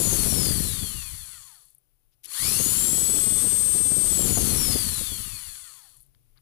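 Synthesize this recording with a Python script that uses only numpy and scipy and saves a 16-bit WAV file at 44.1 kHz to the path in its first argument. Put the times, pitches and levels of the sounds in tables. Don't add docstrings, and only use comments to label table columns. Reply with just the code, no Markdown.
import sys
import numpy as np
from scipy import signal
from scipy.fft import rfft, irfft, next_fast_len
from scipy.io import wavfile
from scipy.ndimage import uniform_filter1d

SR = 44100
rng = np.random.default_rng(int(sys.argv[2]) if len(sys.argv) > 2 else 0)


def wrap_up_sound(samples):
    columns = np.atleast_2d(samples).T
    tamed = np.clip(columns, -1, 1)
    steps = np.round(tamed * 32767).astype(np.int16)
    wavfile.write(sys.argv[1], SR, steps)


def to_linear_factor(level_db):
    exponent = np.asarray(level_db, float) / 20
    return 10 ** exponent


N = 282681

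BLADES, BARS, BALL_ORDER = 18, 8, 2.55
ON_S, OFF_S = 2.2504, 4.053
MAINS_HZ = 50.02
GAIN_DB = 6.0


def rms_one(x):
    return x / np.sqrt(np.mean(x ** 2) + 1e-20)


def response(hz, points, modes):
    at, db = np.transpose(points)
    gain = to_linear_factor(np.interp(np.log(hz), np.log(at), db))
    for mode_hz, width_hz, mode_db in modes:
        detuning = 2 * (hz - mode_hz) / width_hz
        gain = gain * (1 + (to_linear_factor(mode_db) - 1) / (1 + detuning ** 2))
    return gain


def colour(x, points, modes=()):
    size = next_fast_len(N + SR // 4)
    hz = np.maximum(np.fft.rfftfreq(size, 1 / SR), 1)
    inside = (hz >= points[0][0]) & (hz <= points[-1][0])
    return irfft(rfft(x, size) * response(hz, points, modes) * inside, size)[..., :N]


def drift(rate_hz):
    r = np.exp(-2 * np.pi * rate_hz / SR)
    slow = signal.lfilter([1], [1, -2 * r, r * r], rng.standard_normal(N + SR))[SR:]
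    return rms_one(slow - slow.mean())


def noise_pair():
    left, own = rng.standard_normal((2, N))
    share = 0.15
    return np.array([left, share * left + np.sqrt(1 - share ** 2) * own])


def blade_rate(t):
    # start_s, blade_rate_hz, friction_hz, drag_time_s
    coasts = [
        (0, 7232, 9124, 3.112),
        (4.053, 8425, 8485, 3.012),
    ]
    first, second = [(hz + friction) * np.exp(-(t - s) / drag) - friction for s, hz, friction, drag in coasts]
    on = np.maximum(t - ON_S, 0)
    top_hz, quick_share, quick_s, slow_s = 8470, 0.4705, 0.1106, 0.3914
    shortfall = quick_share * np.exp(-on / quick_s) + (1 - quick_share) * np.exp(-on / slow_s)
    powered = top_hz * (1 - shortfall)
    return np.maximum(np.where(t < ON_S, first, np.where(t < OFF_S, powered, second)), 1)


def by_speed(blade_hz, db, db_per_oct, fade_hz, steepness=2):
    return to_linear_factor(db + db_per_oct * np.log2(blade_hz / 5000)) / (1 + (fade_hz / blade_hz) ** steepness)


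def order(turns, shaft_hz, multiple, wander_db):
    audible = np.clip((17000 - multiple * shaft_hz) / 1000, 0, 1)
    return np.sqrt(2) * audible * to_linear_factor(wander_db) * np.sin(2 * np.pi * (multiple * turns + rng.random()))


def brushes(turns, shaft_hz, first, count):
    return sum(order(turns, shaft_hz, BARS * k, 2.2 * drift(12)) for k in range(first, first + count))


def mains_buzz(t):
    # band_hz, width_hz, level_db
    bands = [(11170, 490, -93.5), (12750, 620, -101), (14800, 900, -99)]
    hz = MAINS_HZ * np.arange(200, 310)
    gain = sum(to_linear_factor(db) / (1 + (2 * (hz - at_hz) / width_hz) ** 4) for at_hz, width_hz, db in bands)
    gain = gain * to_linear_factor(5.5 * rng.standard_normal(len(hz)))
    phases = rng.random(len(hz))
    return sum(np.sqrt(2) * g * np.sin(2 * np.pi * (f * t + p)) for f, g, p in zip(hz, gain, phases))


def background():
    # frequency_hz, density_db
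    floor = [(12, -23.5), (20, 3), (32, -0.5), (53, -10.5), (80, -14), (130, -2.5), (175, -24.5),
             (353, -23), (911, -31), (1700, -34), (2600, -33), (8010, -35.5), (10300, -24), (12000, -29),
             (15700, -34)]
    t = np.arange(N) / SR
    noise = colour(rng.standard_normal((2, N)), floor)
    noise /= np.std(noise)
    rumble = signal.sosfilt(signal.butter(2, 400, fs=SR, output="sos"), noise)
    busier = np.clip((t - 5.6) / 0.48, 0, 1)
    room = to_linear_factor(8.0 * busier) * rumble + to_linear_factor(3.5 * busier) * (noise - rumble)
    left = to_linear_factor(GAIN_DB) * (to_linear_factor(-73.5) * room[0] + mains_buzz(t))
    return np.array([left, to_linear_factor(-80) * room[1]])


def squeak(s, length_s, hz, width_hz):
    band = signal.butter(2, [hz - width_hz / 2, hz + width_hz / 2], "band", fs=SR, output="sos")
    swell = np.exp(-(2 * (np.arange(N) / SR - s) / length_s) ** 4)
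    return swell, rms_one(signal.sosfilt(band, rng.standard_normal(N)))


def rubs():
    # centre_s, length_s, pitch_hz, width_hz, level_db
    slips = [
        (2.132, .03, 4220, 2980, -78),
        (2.252, 0.03, 5184, 5350, -50),
        (2.277, 0.043, 330, 120, -71),
        (4.379, 0.014, 450, 518, -22.5),
        (6.149, 0.0039, 2600, 3590, -66.5),
        (6.376, 0.036, 1700, 1626, -72.5),
    ]
    total = np.zeros(N)
    for *slip, db in slips:
        swell, rough = squeak(*slip)
        total += to_linear_factor(db) * swell * rough
    return total


def ticks(rows, hz, t60_s):
    out, t = np.zeros(N + 4000), np.arange(4000) / SR
    band = signal.butter(3, [hz * 0.87, min(hz * 1.13, .45 * SR)], "band", fs=SR, output="sos")
    envelope = to_linear_factor(-60 * t / t60_s) * (1 - np.exp(-t / 0.0006))
    for (s, db), noise in zip(rows, rng.standard_normal((len(rows), 4000))):
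        burst = signal.sosfilt(band, noise * envelope)
        at = round(s * SR)
        out[at:at + 4000] += to_linear_factor(db) * burst / np.abs(burst).max()
    return out[:N]


def contacts():
    # start_s, peak_db
    brush_ticks = [(1.616, -52), (1.6534, -48), (1.7035, -46), (1.7475, -44.5), (1.7818, -48.5),
                   (2.1394, -66), (2.234, -49), (2.2403, -38), (2.245, -32.5), (2.2557, -26.5),
                   (2.2612, -48), (5.9624, -53), (5.9675, -43), (5.973, -47), (6.004, -45), (6.0115, -47),
                   (6.0204, -47), (6.0284, -47), (6.0628, -54)]
    # start_s, peak_db
    taps = [
        (6.1474, -61),
        (6.3735, -54),
        (6.3794, -56),
    ]
    return ticks(brush_ticks, hz=10700, t60_s=0.015) + ticks(taps, hz=4100, t60_s=0.0078)


def draught(shaft_hz):
    # frequency_hz, density_db
    spectrum = [(12, -50), (20, 0.5), (54, -0.5), (199, 3.5), (394, -9), (565, -19), (637, -22),
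                (1050, -32.5), (1200, -48), (1560, -47), (2640, -120)]
    air = rms_one(colour(rng.standard_normal(N), spectrum))
    roll = signal.sosfilt(signal.butter(4, 95, fs=SR, output="sos"), air)
    above = signal.sosfilt(signal.butter(4, 95, "high", fs=SR, output="sos"), air)
    calm = np.clip(1 - shaft_hz / 330, 0, 1)
    puffs_db = (1 + 6 * calm) * drift(15)
    lumps = to_linear_factor(puffs_db + 4.5 * drift(92) - 63 * calm ** 2.41)
    crests = signal.sosfilt(signal.butter(2, 450, "high", fs=SR, output="sos"), air) * (shaft_hz / 470) ** 2
    roll = roll * to_linear_factor(0.5 * puffs_db)
    return roll + (above + to_linear_factor(12.5) * crests) * lumps * to_linear_factor(-7.5)


def casing(turns, shaft_hz):
    # frequency_hz, density_db
    broad = [(290, -13), (500, -13.5), (752, -14), (1160, -2.5), (1670, -7.5), (3160, -4), (3610, -8),
             (5200, -6.5), (7000, -10), (9100, -52), (15400, -120)]
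    # mode_hz, width_hz, gain_db
    modes = [(1260, 310, 1), (1824, 230, 5.5), (3443, 210, 10.5), (4378, 300, 20), (5150, 200, -19),
             (5900, 400, 8.5)]
    # mode_hz, width_hz, gain_db
    housing = [(5000, 900, 8)]
    # ball_rate_multiple, level_db
    ball_tones = [(1, -24), (3, -17), (3.85, -27), (4.4, -25), (5, -16)]
    grit = noise_pair() * to_linear_factor(1.0 * drift(36) + 2.0 * drift(300))
    slow = np.clip(1 - shaft_hz / 480, 0, 1) ** 0.49
    balls = sum(to_linear_factor(db + 1.8 * drift(20)) * order(turns, shaft_hz, BALL_ORDER * k, 0) for k, db in ball_tones)
    bars = to_linear_factor(-31 + 11 * slow) * brushes(turns, shaft_hz, first=2, count=4)

    acceleration = uniform_filter1d(np.gradient(shaft_hz) * SR, size=3000)
    load = np.clip(acceleration / 1300, 0, 1) * np.clip((shaft_hz - 170) / 90, 0, 1)
    mains = 1 + 0.9 * np.sin(2 * np.pi * 100 * np.arange(N) / SR)
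    pull = to_linear_factor(-6.5) * order(turns, shaft_hz, BARS, 0)
    pull += to_linear_factor(-7.0) * order(turns, shaft_hz, 2 * BARS, 0)
    pull += to_linear_factor(-9) * order(turns, shaft_hz, 6 * BALL_ORDER, 0)
    pull *= load * mains * to_linear_factor(2.6 * drift(40))

    tones = colour(to_linear_factor(-14 * slow ** 2 + 7.1 * load) * balls + bars, broad, modes)
    tones += colour(pull, broad, housing)
    plain = colour(grit, broad)
    noise = (1 - slow) * plain + slow * to_linear_factor(-9.5) * colour(grit, broad, modes)
    return (noise + to_linear_factor(-4) * tones) / np.std(plain[0])


def fan_hiss(turns, shaft_hz):
    # frequency_hz, density_db
    spectrum = [(2940, -21.5), (5000, -17.5), (6380, -15), (6850, -10.5), (9160, -5.5), (9470, -3.5),
                (10000, -0.5), (10900, -3.5), (12200, -11), (13200, -13), (15600, -14.5)]
    # mode_hz, width_hz, gain_db
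    vents = [(6900, 800, 8), (8300, 600, 5), (10400, 1000, 5), (12700, 900, 8)]
    air = colour(noise_pair() * to_linear_factor(0.32 * drift(4.8) + 1.2 * drift(330)), spectrum)
    slow = np.clip(1 - shaft_hz / 470, 0, 1)
    uneven = sum(order(turns, shaft_hz, BARS * k + 4, 0) + order(turns, shaft_hz, BARS * k + 6, 0)
                 for k in range(4, 16))
    comb = brushes(turns, shaft_hz, first=2, count=14) + to_linear_factor(-6) * uneven
    comb = to_linear_factor(-31 + 26 * slow * (1.3 - slow)) * comb
    return (air + colour(comb, spectrum, vents)) / np.std(air[0])


def blade_tone(turns, shaft_hz):
    # shaft_multiple, level_db
    shaft_tones = [(15, -45), (23, -29.5), (36, -20)]
    others = sum(to_linear_factor(db) * order(turns, shaft_hz, k, 2.1 * drift(10)) for k, db in shaft_tones)
    waver_db = 5 * np.clip(1 - shaft_hz / 470, 0, 0.5) * drift(22)
    return order(turns, shaft_hz, BLADES, 0.53 * drift(60) + waver_db) + others


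def jolted(tone):
    # centre_s, length_s, pitch_hz, width_hz, level_db (re whistle)
    jolts = [
        (0.125, 0.035, 6550, 500, 3),
        (4.061, 0.026, 8700, 550, 0),
    ]
    for *row, db in jolts:
        swell, rough = squeak(*row)
        tone = (1 - 0.6 * swell) * tone + to_linear_factor(db) * swell * rough
    return tone


def fan_whistle(t, turns, blade_hz, rattle):
    # frequency_hz, level_db
    strength = [(600, -127), (1000, -87), (1800, -77.5), (2500, -58.5), (4500, -41), (7000, -24.5),
                (7800, -14.5), (8500, -5)]
    # mode_hz, width_hz, gain_db
    path = [(1170, 250, 6), (3350, 300, 4), (5920, 260, -15), (6280, 200, -11), (6850, 250, 4),
            (7150, 200, -5)]
    unpowered = (t < ON_S) | (t > OFF_S)
    carried = to_linear_factor(-12) * rattle / (1 + ((blade_hz - 1150) / 380) ** 4) * unpowered
    gain = np.maximum(response(blade_hz, strength, path), carried) * (blade_hz > 300)
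    whistle = gain * jolted(blade_tone(turns, blade_hz / BLADES))
    strain = np.clip(np.gradient(blade_hz) * SR / 25000, 0, 1)
    return whistle * to_linear_factor(-7 * strain) * (1 + strain * np.sin(4 * np.pi * MAINS_HZ * t))


def scene():
    # time_s, level_db
    aim = [(0, 3), (1.0, -3), (1.42, 4), (2.4, -6), (3.0, -2), (3.9, 0), (4.3, 4), (4.8, -3.5), (5.5, -6.5)]
    # frequency_hz, level_db
    shield = [(60, 58), (200, 56.5), (380, 21.5), (700, 12.5), (1290, 16), (2380, 23), (4400, 34.5),
              (7000, 37), (10000, 103), (13000, 47.5), (15500, 36)]
    t = np.arange(N) / SR
    blade_hz = blade_rate(t)
    shaft_hz = blade_hz / BLADES
    turns = np.cumsum(shaft_hz) / SR

    air = by_speed(blade_hz, db=-29, db_per_oct=22, fade_hz=0.46)
    brush = by_speed(blade_hz, db=-40.5, db_per_oct=5.5, fade_hz=230)
    bearing = by_speed(blade_hz, db=-41, db_per_oct=14.5, fade_hz=1)
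    grind = by_speed(blade_hz, db=-44.5, db_per_oct=5.5, fade_hz=450)
    rattle = bearing + grind
    arriving_hz = np.minimum(blade_hz, blade_rate(t - 0.097))
    stream = by_speed(arriving_hz, db=-27.5, db_per_oct=8, fade_hz=1880, steepness=6)

    whistle = fan_whistle(t, turns, blade_hz, rattle)
    tool = (air + brush) * fan_hiss(turns, shaft_hz) + to_linear_factor(-1.0) * rattle * casing(turns, shaft_hz) + whistle
    tool += contacts()
    left = tool[0] + rubs() + to_linear_factor(np.interp(t, *np.transpose(aim))) * stream * draught(shaft_hz)
    hum = to_linear_factor(-37) * rattle * order(turns, shaft_hz, 1, 0)
    right = colour(tool[1], [(hz, -db) for hz, db in shield]) + hum + to_linear_factor(-41.5) * whistle
    return to_linear_factor(GAIN_DB) * np.array([left, right]) + background()


def band_limit(x):
    return signal.sosfilt(signal.butter(12, 15780, fs=SR, output="sos"), x)


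def record(dry):
    level_db = 10 * np.log10(uniform_filter1d(dry[0] ** 2, size=int(0.063 * SR)) + 1e-12)
    excess_db = np.maximum(level_db + 18, 0)
    held = dry * to_linear_factor(-0.89 * excess_db)
    ceiling = 0.3
    limited = ceiling * np.tanh(held / ceiling)
    cut = signal.sosfilt(signal.cheby2(12, 60, 16250, fs=SR, output="sos"), limited)
    return band_limit(cut)


dry = scene()
out = record(dry)
wrap_up_sound(out)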